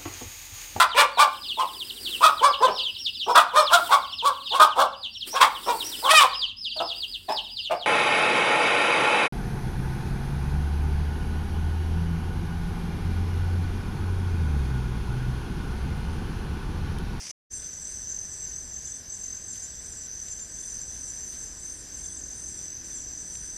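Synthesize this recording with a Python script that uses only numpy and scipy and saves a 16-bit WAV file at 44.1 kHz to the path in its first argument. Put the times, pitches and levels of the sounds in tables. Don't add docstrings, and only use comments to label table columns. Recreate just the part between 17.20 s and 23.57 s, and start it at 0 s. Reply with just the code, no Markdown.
import sys
import numpy as np
from scipy import signal
from scipy.fft import rfft, irfft, next_fast_len
from scipy.io import wavfile
from scipy.ndimage import uniform_filter1d, map_coordinates

SR = 44100
rng = np.random.default_rng(int(sys.argv[2]) if len(sys.argv) > 2 else 0)


def natural_amplitude(level_db):
    exponent = np.asarray(level_db, float) / 20
    return 10 ** exponent


def bounce(signal):
    frames = np.transpose(np.atleast_2d(signal))
    limited = np.clip(frames, -1, 1)
    pcm = np.round(limited * 32767).astype(np.int16)
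    wavfile.write(sys.argv[1], SR, pcm)


N = 280917
T = np.arange(N) / SR


def unit(x):
    return x / np.sqrt(np.mean(x ** 2) + 1e-20)


def curves(rows):
    s, *cols = np.transpose(rows)
    return [np.interp(T, s, c) for c in cols]


def wobble(knots_per_s):
    knots = rng.standard_normal(int(N * knots_per_s / SR) + 4)
    return map_coordinates(knots, [T * knots_per_s])


def sine(hz):
    return np.sin(2 * np.pi * np.cumsum(hz) / SR)


def coloured(x, points):
    m = next_fast_len(N + 8192)
    hz, db = np.transpose(points)
    log_hz = np.log(np.fft.rfftfreq(m, 1 / SR) + 1)
    gain = natural_amplitude(np.interp(log_hz, np.log(hz + 1), db, left=-120, right=-120))
    return unit(irfft(rfft(x, m) * gain, m)[:N])


def noise(points):
    return coloured(rng.standard_normal(N), points)


def trees(x, t60_s, wet_db):
    t = T[:SR // 3]
    tail = rng.standard_normal(len(t)) * natural_amplitude(-60 * t / t60_s) * (1 - np.exp(-t / 0.007))
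    return x + natural_amplitude(wet_db) * signal.fftconvolve(x, tail / np.linalg.norm(tail))[:N]


def gate(start_s, length_s, edge_s):
    inside_s = np.minimum(T - start_s, start_s + length_s - T)
    return np.clip(inside_s / edge_s + .5, 0, 1)


def beats(rhythm, levels_db):
    first_s, period_s, slowing_s, length_s = rhythm
    return [(first_s + k * period_s + k * k * slowing_s, length_s, db) for k, db in enumerate(levels_db)]


def air():
    # frequency in Hz, density in dB per Hz.
    rumble_colour = [(12, -23), (20, -5.5), (61, -2), (134, -11), (243, -14), (316, -17), (376, -17.5),
                     (533, -21), (1300, -28), (1690, -40), (2860, -120)]
    hiss_colour = [(900, -36), (1300, -15), (1550, 0.5), (1850, -1.5), (2200, -8.5), (3000, -9), (4300, -7),
                   (4900, 3.5), (5400, 0), (5900, 9.5), (6800, -5), (10000, -13), (12500, -14),
                   (14500, -25), (15600, -37)]
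    rumble = natural_amplitude(-50.5 + 0.58 * wobble(4.893)) * noise(rumble_colour)
    return rumble + natural_amplitude(-49 + 0.69 * wobble(12)) * noise(hiss_colour)


def mains():
    return natural_amplitude(-58 + 3 * wobble(4.4)) * sine(59 + 2.416 * wobble(4.2))


def engine():
    # time in seconds, level in dB.
    approach = [
        (.3, -82),
        (3.5, -73.5),
        (4.6, -65),
        (5.4, -59.5),
        (6.37, -63),
    ]
    # order of the base rate, level in dB.
    orders = [(2, -5), (3, -6), (4, -7), (6, -6), (7, -2), (8, -1), (9, -8), (10, -7)]
    turn_rad = 2 * np.pi * np.cumsum(42.35 + .35 * wobble(4)) / SR
    hum = sum(natural_amplitude(db + 3.5 * wobble(7)) * np.sin(k * turn_rad) for k, db in orders)
    return natural_amplitude(curves(approach)[0]) * hum


def frogs():
    return sum(natural_amplitude(-75 + 3 * wobble(11)) * sine(hz + 45 * wobble(14)) for hz in (1560, 1680, 1800))


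def bird():
    # time in seconds, pitch in Hz, level in dB.
    whistle = [(3.82, 9500, -70), (3.9, 10150, -70), (3.97, 11050, -70), (4.02, 11550, -70),
               (4.06, 11800, -67), (4.11, 11850, -68), (4.17, 11600, -70), (4.24, 11450, -72)]
    hz, db = curves(whistle)
    on = (T > whistle[0][0]) & (T < whistle[-1][0])
    tone = on * natural_amplitude(db - 1.5 + 2.5 * wobble(90)) * sine(hz + 170 * wobble(400))
    return trees(tone, t60_s=0.2, wet_db=3)


def leaves():
    # start in seconds, peak in dB, high part in dB, length in seconds.
    crackles = [
        (.032, -47, -25, .0015),
        (0.414, -54.5, -25, 0.017),
        (0.646, -57, -17, 0.024),
        (2.337, -52, -20, .005),
        (2.357, -57, -3, 0.006),
        (3.079, -50.5, -25, 0.0035),
        (3.189, -53, -19, 0.0046),
        (3.458, -65, 6, .005),
        (4.117, -54, -17, 0.024),
    ]
    low = noise([(900, -16), (1500, -1), (3000, -3), (5000, 4), (8000, -17.5), (9500, -15)])
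    high = noise([(8000, -20), (10000, -4), (12500, -11), (14500, -19)])
    out = np.zeros(N)
    for s, db, high_db, length_s in crackles:
        age = np.clip(T - s, 0, None) / length_s
        out += natural_amplitude(db) * np.e * age * np.exp(-age) * (low + natural_amplitude(high_db) * high)
    return out


def twigs():
    # start in seconds, peak in dB, lowest Hz, highest Hz.
    snaps = [
        (.0186, -39, 1500, 4000),
        (.0700, -33, 1200, 3600),
        (.0805, -39, 1400, 2800),
        (.6178, -32, 4000, 11000),
        (2.3575, -41, 1800, 4500),
        (2.3578, -42, 10500, 13000),
        (3.085, -44, 3000, 5000),
        (3.4603, -47, 10000, 13000),
        (6.1550, -30, 1200, 6500),
    ]
    out, push = np.zeros(N), np.eye(1, 300)[0]
    for s, db, low_hz, high_hz in snaps:
        band = signal.butter(2, [low_hz, high_hz], "band", fs=SR, output="sos")
        snap = signal.sosfilt(band, push)
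        out[round(s * SR):][:len(snap)] += natural_amplitude(db) * snap / np.abs(snap).max()
    return out


def cicadas():
    # frequency in Hz, density in dB per Hz.
    hiss_colour = [(25, -38.5), (60, -13), (300, -15.5), (800, -21.5), (1500, -22), (2200, -14.5),
                   (4250, -20), (4650, -7.5), (5400, -5), (6100, -1), (6600, -10.5), (10300, -20),
                   (11500, -27.5), (15200, -43)]
    clicks = rng.standard_normal(N) * natural_amplitude(1.8 * wobble(300))
    return natural_amplitude(-39) * coloured(clicks, hiss_colour)


def buzz(rows, colour, teeth_hz, edge_s):
    teeth = np.cos(np.pi * (teeth_hz * T + 0.76 * wobble(15))) ** 2
    rasp = coloured((teeth + .35) * rng.standard_normal(N), colour)
    swell = sum(natural_amplitude(db) * gate(s, length_s, edge_s) for s, length_s, db in rows)
    return trees(swell * natural_amplitude(1.2 * wobble(20)) * rasp, t60_s=.14, wet_db=-5)


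def katydids():
    # frequency in Hz, level in dB.
    low_colour = [(6800, -30), (7150, -8), (7450, -3), (8000, -5), (8600, -4), (8900, -8), (9200, -22),
                  (9600, -60)]
    high_colour = [(7000, -30), (7250, -3), (8000, -2), (8500, 0), (9100, -4), (9500, -5), (9800, -13),
                   (10050, -30), (10400, -60)]
    # start in seconds, length in seconds, level in dB.
    low_strays = [(.3, .18, -49.5), (.64, .2, -53), (.86, 0.16, -57.5), (1.0, 0.19, -52),
                  (1.32, 0.15, -52.5), (1.63, 0.18, -51), (1.91, 0.2, -53), (2.22, .24, -51.5),
                  (2.48, .07, -57), (2.6, 0.19, -49.5), (2.92, 0.16, -54), (3.09, .24, -53),
                  (3.52, 0.17, -52.5), (3.92, 0.096, -50)]
    high_strays = [(.3, 0.12, -50), (.61, 0.16, -53), (5.68, 0.15, -60), (6.07, 0.21, -50)]
    # (first s, period s, slowing s per buzz squared, length s), then each level in dB.
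    low_run = (4.3, .355, -.005, .15), (-53.5, -55, -54, -49.5, -50.5, -50, -48)
    high_run = (3.33, .36, 0, .22), (-50.5, -51.5, -50.5, -49.5, -49, -51)
    far = natural_amplitude(-63.5) * noise(low_colour)
    low = buzz(low_strays + beats(*low_run), low_colour, teeth_hz=154.7, edge_s=0.039)
    high = buzz(high_strays + beats(*high_run), high_colour, teeth_hz=164, edge_s=0.07)
    return far + low + high


def add_note(out, s, length_s, hz, db, edge_s, waver_hz, sink_hz=0):
    t = T[:int((length_s + 2 * edge_s) * SR)]
    shape = np.sin(np.pi / 2 * np.clip(np.minimum(t, t[-1] - t) / (2 * edge_s), 0, 1)) ** 2
    start = int((s - edge_s) * SR)
    pitch_hz = hz + np.resize(waver_hz[start:], len(t)) - sink_hz * (t / t[-1] - .5)
    out[start:][:len(t)] += natural_amplitude(db + 1) * shape * sine(pitch_hz)


def whistlers():
    # pitch in Hz, note-to-note scatter in Hz, waver in Hz, fall in Hz.
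    wings = dict(A=(6625, 12, 40, 0), B=(7232, 8, 30, 55), C=(7370, 14, 35, 50), D=(7588, 10, 16, 0),
             E=(7806, 8, 12, 10), F=(7890, 8, 18, 0), G=(6780, 5, 15, 0), H=(7065, 10, 30, 60),
             I=(7950, 8, 18, 0))
    # wing, (first s, period s, slowing s per note squared, length s), each level in dB.
    runs = [
        ("B", (.517, .375, .0013, .031), (-44, -41, -41, -41, -45, -36.5, -38, -37.5, -43)),
        ("B", (1.934, .393, 0, .02), (-38, -36.5, -36, -34.5, -40, -34.5)),
        ("C", (4.587, .386, 0, .032), (-44, -44, -52, -41, -41)),
        ("D", (.334, .274, 0, .082), (-48, -42.5, -46)),
        ("D", (1.968, .558, -.001, .085), (-47, -46, -47, -46.5, -45.5, -45.5, -46)),
        ("E", (2.738, .536, .0011, .097), (-47, -48, -48, -47, -46.5, -47, -48)),
        ("F", (1.55, .519, .0008, .08), (-51.5, -54, -50, -54, -50, -51, -52, -51, -50, -51)),
        ("G", (.645, .353, .0056, .022), (-51, -57, -53, -54, -56, -50, -57, -54, -56, -52)),
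        ("H", (.535, .38, 0, .022), (-49, -52, -58, -43, -49, -49)),
        ("H", (3.11, .383, 0, .022), (-52, -52, -51, -51, -48, -52, -55)),
    ]
    # start in seconds, length in seconds, level in dB.
    loose_a = [(0.541, 0.038, -52), (0.72, 0.02, -55), (0.91, 0.028, -46), (1.117, 0.04, -51),
               (1.359, 0.037, -47), (1.622, 0.03, -46), (2.29, 0.07, -55), (2.732, 0.032, -52),
               (3.18, .05, -54), (4.09, .03, -55), (4.96, .06, -55), (5.26, .08, -57), (5.93, .07, -56)]
    loose_b = [(2.69, 0.025, -45), (2.85, .02, -46), (3.263, 0.028, -51)]
    loose_c = [(0.319, 0.02, -43), (0.708, 0.031, -48), (0.825, 0.026, -48), (1.531, 0.025, -41),
               (1.565, .04, -47), (1.924, 0.022, -43), (2.271, 0.05, -47), (2.3, 0.03, -44),
               (2.343, 0.043, -45), (2.766, 0.032, -43), (2.841, 0.024, -44), (3.024, 0.071, -45),
               (3.154, 0.057, -47), (3.232, 0.026, -46), (3.398, 0.082, -48), (3.486, 0.013, -41),
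               (3.61, 0.019, -36.5), (3.981, 0.081, -44.5), (4.426, 0.046, -47), (4.837, 0.038, -41),
               (6.16, 0.034, -43)]
    loose_d = [(1.172, .085, -42), (1.43, .082, -46.5), (4.28, .06, -52), (5.86, .085, -46.5)]
    loose_e = [(0.497, 0.216, -49), (0.744, 0.086, -47.5), (1.1, 0.11, -46), (1.313, 0.085, -46),
               (1.66, 0.12, -46), (1.89, 0.08, -46), (2.2, 0.11, -49), (2.47, 0.07, -45)]
    loose_i = [(.5, .2, -53), (1.076, .035, -53), (1.14, .11, -53), (1.68, .12, -52), (2.233, .069, -54),
               (2.78, .09, -51)]
    # start in seconds, length in seconds, pitch in Hz, level in dB.
    strays = [(0.319, 0.05, 8460, -53), (0.349, 0.038, 7420, -42), (0.43, .05, 7540, -48),
              (0.662, 0.051, 8460, -51), (.8, .03, 7420, -48), (.905, .02, 7320, -46),
              (1.12, .05, 7385, -45), (1.177, 0.05, 7440, -50), (2.04, .025, 7310, -46),
              (2.319, 0.022, 7470, -49), (2.64, .03, 7390, -48), (2.7, 0.032, 7480, -49),
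              (3.0, .015, 7700, -50), (3.474, 0.04, 7400, -50), (3.54, .025, 7407, -48),
              (3.74, .025, 7558, -49), (3.803, 0.064, 8420, -51), (3.832, .022, 7320, -48),
              (3.869, 0.026, 7470, -44), (3.948, .022, 7400, -48), (4.035, .02, 7200, -48),
              (4.135, 0.081, 8400, -51), (4.14, .04, 7500, -51), (4.212, .03, 7360, -49),
              (4.26, 0.028, 7470, -44), (4.375, .028, 7300, -48), (4.482, 0.074, 8540, -53),
              (4.52, .02, 7500, -51), (4.564, 0.028, 8460, -51), (4.57, 0.02, 7520, -44),
              (4.615, .024, 7300, -47), (4.649, 0.046, 7460, -48), (4.762, .024, 7320, -47),
              (4.86, .03, 7570, -50), (4.961, 0.025, 7550, -42), (5.04, .02, 7470, -48),
              (5.09, .025, 7300, -51), (5.24, .035, 7340, -49), (5.355, .025, 7560, -43),
              (5.378, .024, 7410, -43), (5.436, 0.023, 7440, -47), (5.47, .04, 7300, -50),
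              (5.64, .025, 7370, -49), (5.753, 0.025, 7550, -42), (5.77, .02, 7385, -42),
              (6.01, .03, 7640, -50), (6.15, 0.019, 7570, -40)]
    # start in seconds, peak in dB, pitch in Hz.
    double_chirps = [(0.389, -54, 3430), (1.668, -55.5, 3445), (2.530, -55.5, 3460), (3.375, -54.5, 3445),
                     (3.696, -54.5, 3455), (4.840, -53, 3435), (5.390, -54, 3440), (5.723, -54, 3445)]
    lone_chirps = [(.67, -60, 3490), (0.8225, -61, 3560), (1.13, -62, 3590), (1.75, -60, 3540),
                   (1.985, -61, 3540), (3.74, -59, 3600), (4.12, -60, 3530), (4.92, -57, 3480),
                   (4.9591, -56, 3580), (5.0948, -57, 3600)]
    # frequency in Hz, level in dB.
    haze_colour = [(6450, -30), (6600, -2), (6720, -10), (6900, -17), (7100, -8), (7330, 1), (7700, -4),
                   (7950, -7), (8200, -30)]

    out, waver = np.zeros(N + SR), wobble(130)
    songs = [(wing, beats(rhythm, levels_db)) for wing, rhythm, levels_db in runs]
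    songs += zip("ABCDEI", (loose_a, loose_b, loose_c, loose_d, loose_e, loose_i))
    for wing, song in songs:
        hz, scatter_hz, rough_hz, fall_hz = wings[wing]
        for s, length_s, db in song:
            note_hz = hz + scatter_hz * rng.standard_normal()
            add_note(out, s, length_s, note_hz, db + .2, edge_s=.007, waver_hz=rough_hz * waver, sink_hz=fall_hz)
    for s, length_s, hz, db in strays:
        add_note(out, s, length_s, hz, db - .7, edge_s=0.009, waver_hz=25 * waver, sink_hz=50)
    pair_gap_s = .055
    seconds = [(s + pair_gap_s, db, hz) for s, db, hz in double_chirps]
    for s, db, hz in double_chirps + seconds + lone_chirps:
        add_note(out, s - .002, .02, hz - 10, db - 5, edge_s=.008, waver_hz=60 * waver, sink_hz=70)
    for when, pitch, size in rng.random((230, 3)):
        add_note(out, .35 + 5.9 * when, .02, 7180 + 400 * pitch, -59 + 6 * size, edge_s=.006,
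                 waver_hz=30 * waver, sink_hz=80)
    near = trees(out[:N] * natural_amplitude(1.6 * wobble(70)), t60_s=.12, wet_db=-12)
    return near + natural_amplitude(-55 + 4.2 * wobble(11)) * noise(haze_colour)


def trill(strokes, wing_hz, fall_hz, duty, scatter_db):
    u = (strokes + duty / 2) % 1 / duty
    stroke_number = np.floor(strokes + duty / 2).astype(int)
    size = natural_amplitude(scatter_db * rng.standard_normal(400))[stroke_number % 400]
    pitch_hz = wing_hz - fall_hz * (u - .5) * (u < 1) + 14 * wobble(20)
    return size * np.sin(np.pi * np.clip(u, 0, 1)) ** 1.3 * sine(pitch_hz)


def near_triller():
    # start in seconds, length in seconds, level in dB, lead in strokes.
    bout_rows = [(.3, .09, -43.5, -.1), (.44, .1, -43, .04), (.62, .17, -44, 0), (.87, .19, -38.5, -.06),
                 (1.2, .23, -39.5, .45), (1.52, .08, -39, .42), (1.63, .15, -40.5, .5),
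                 (1.87, .1, -39, .48), (2.0, .19, -39, .44), (2.22, .23, -41.5, .38), (2.6, .08, -50, .6),
                 (2.91, .13, -42.5, .75), (3.08, .13, -44, .95), (3.32, .3, -43.5, 1.5),
                 (3.65, .27, -46, 1.55), (3.95, .34, -45, 1.8), (4.43, .11, -41.5, 2.05),
                 (4.71, .27, -41.5, 2.15), (5.0, .31, -41, 2.12), (5.42, .07, -47, 1.55),
                 (5.51, .09, -44, 1.75), (5.67, .12, -47, 1.7), (5.87, .2, -48, 1.6),
                 (6.125, .05, -46, 1.75), (6.25, .07, -46, 1.8)]
    strokes_per_s, rest_db = 44.4, -56
    start, length, _, lead = np.transpose(bout_rows)
    timing = np.interp(T, np.ravel([start, start + length], "F"), np.repeat(lead, 2))
    bouts = natural_amplitude(rest_db) + sum(natural_amplitude(db) * gate(s, length_s, edge_s=.05) for s, length_s, db, _ in bout_rows)
    strokes = strokes_per_s * T + timing + .035 * wobble(25)
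    song = trill(strokes, wing_hz=6214, fall_hz=80, duty=.88, scatter_db=1.5)
    return natural_amplitude(-.3) * bouts * unit(trees(song, t60_s=0.06, wet_db=-14))


def far_trillers():
    # wing pitch in Hz, strokes per second, fall in Hz, level in dB.
    singers = [(6088, 45.2, 40, 1.5), (6070, 43.6, 260, -3), (6000, 44.8, 260, -4), (5930, 46.1, 260, -5),
               (5850, 42.7, 260, -7), (5790, 44.1, 160, -11), (6130, 47.3, 200, -6), (6200, 46.7, 120, -6)]
    # time in seconds, level in dB.
    crowd_level = [(0.5, -42.5), (0.76, -43), (0.84, -39.5), (1.28, -43), (2.16, -51), (2.54, -44),
                   (2.72, -47), (2.87, -41.5), (3.15, -43), (3.28, -48.5), (3.5, -40.5), (3.76, -43),
                   (3.9, -40.5), (4.65, -50), (5.14, -50), (5.4, -40.5), (5.64, -45), (5.75, -41.5)]
    crowd = np.zeros(N)
    for hz, strokes_per_s, fall_hz, db in singers:
        strokes = strokes_per_s * T + .5 * wobble(4)
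        crowd += natural_amplitude(db + 1.2 * wobble(6)) * trill(strokes, hz, fall_hz, duty=.9, scatter_db=1.2)
    crowd = trees(crowd, t60_s=0.6, wet_db=-3.5)
    crowd = crowd / np.sqrt(np.abs(uniform_filter1d(crowd ** 2, SR // 8)) + 1e-9)
    return natural_amplitude(curves(crowd_level)[0] + 1.35) * crowd


def scene():
    cut_s, back_s, fade_s = .1143, 0.298, 0.03
    background = air() + mains() + engine() + frogs() + bird()
    chorus = background + katydids() + whistlers() + far_trillers() + near_triller()
    fade_in = np.sin(np.pi / 2 * np.clip((T - back_s) / fade_s, 0, 1)) ** 2
    scrap = np.clip((cut_s - T) / 0.0003, 0, 1) * cicadas()
    return (scrap + fade_in * chorus + leaves() + twigs())[None]


def top_cut(x):
    return signal.sosfilt(signal.butter(12, 15530, fs=SR, output="sos"), x)


def record(dry):
    return top_cut(dry)


dry = scene()
out = record(dry)
bounce(out)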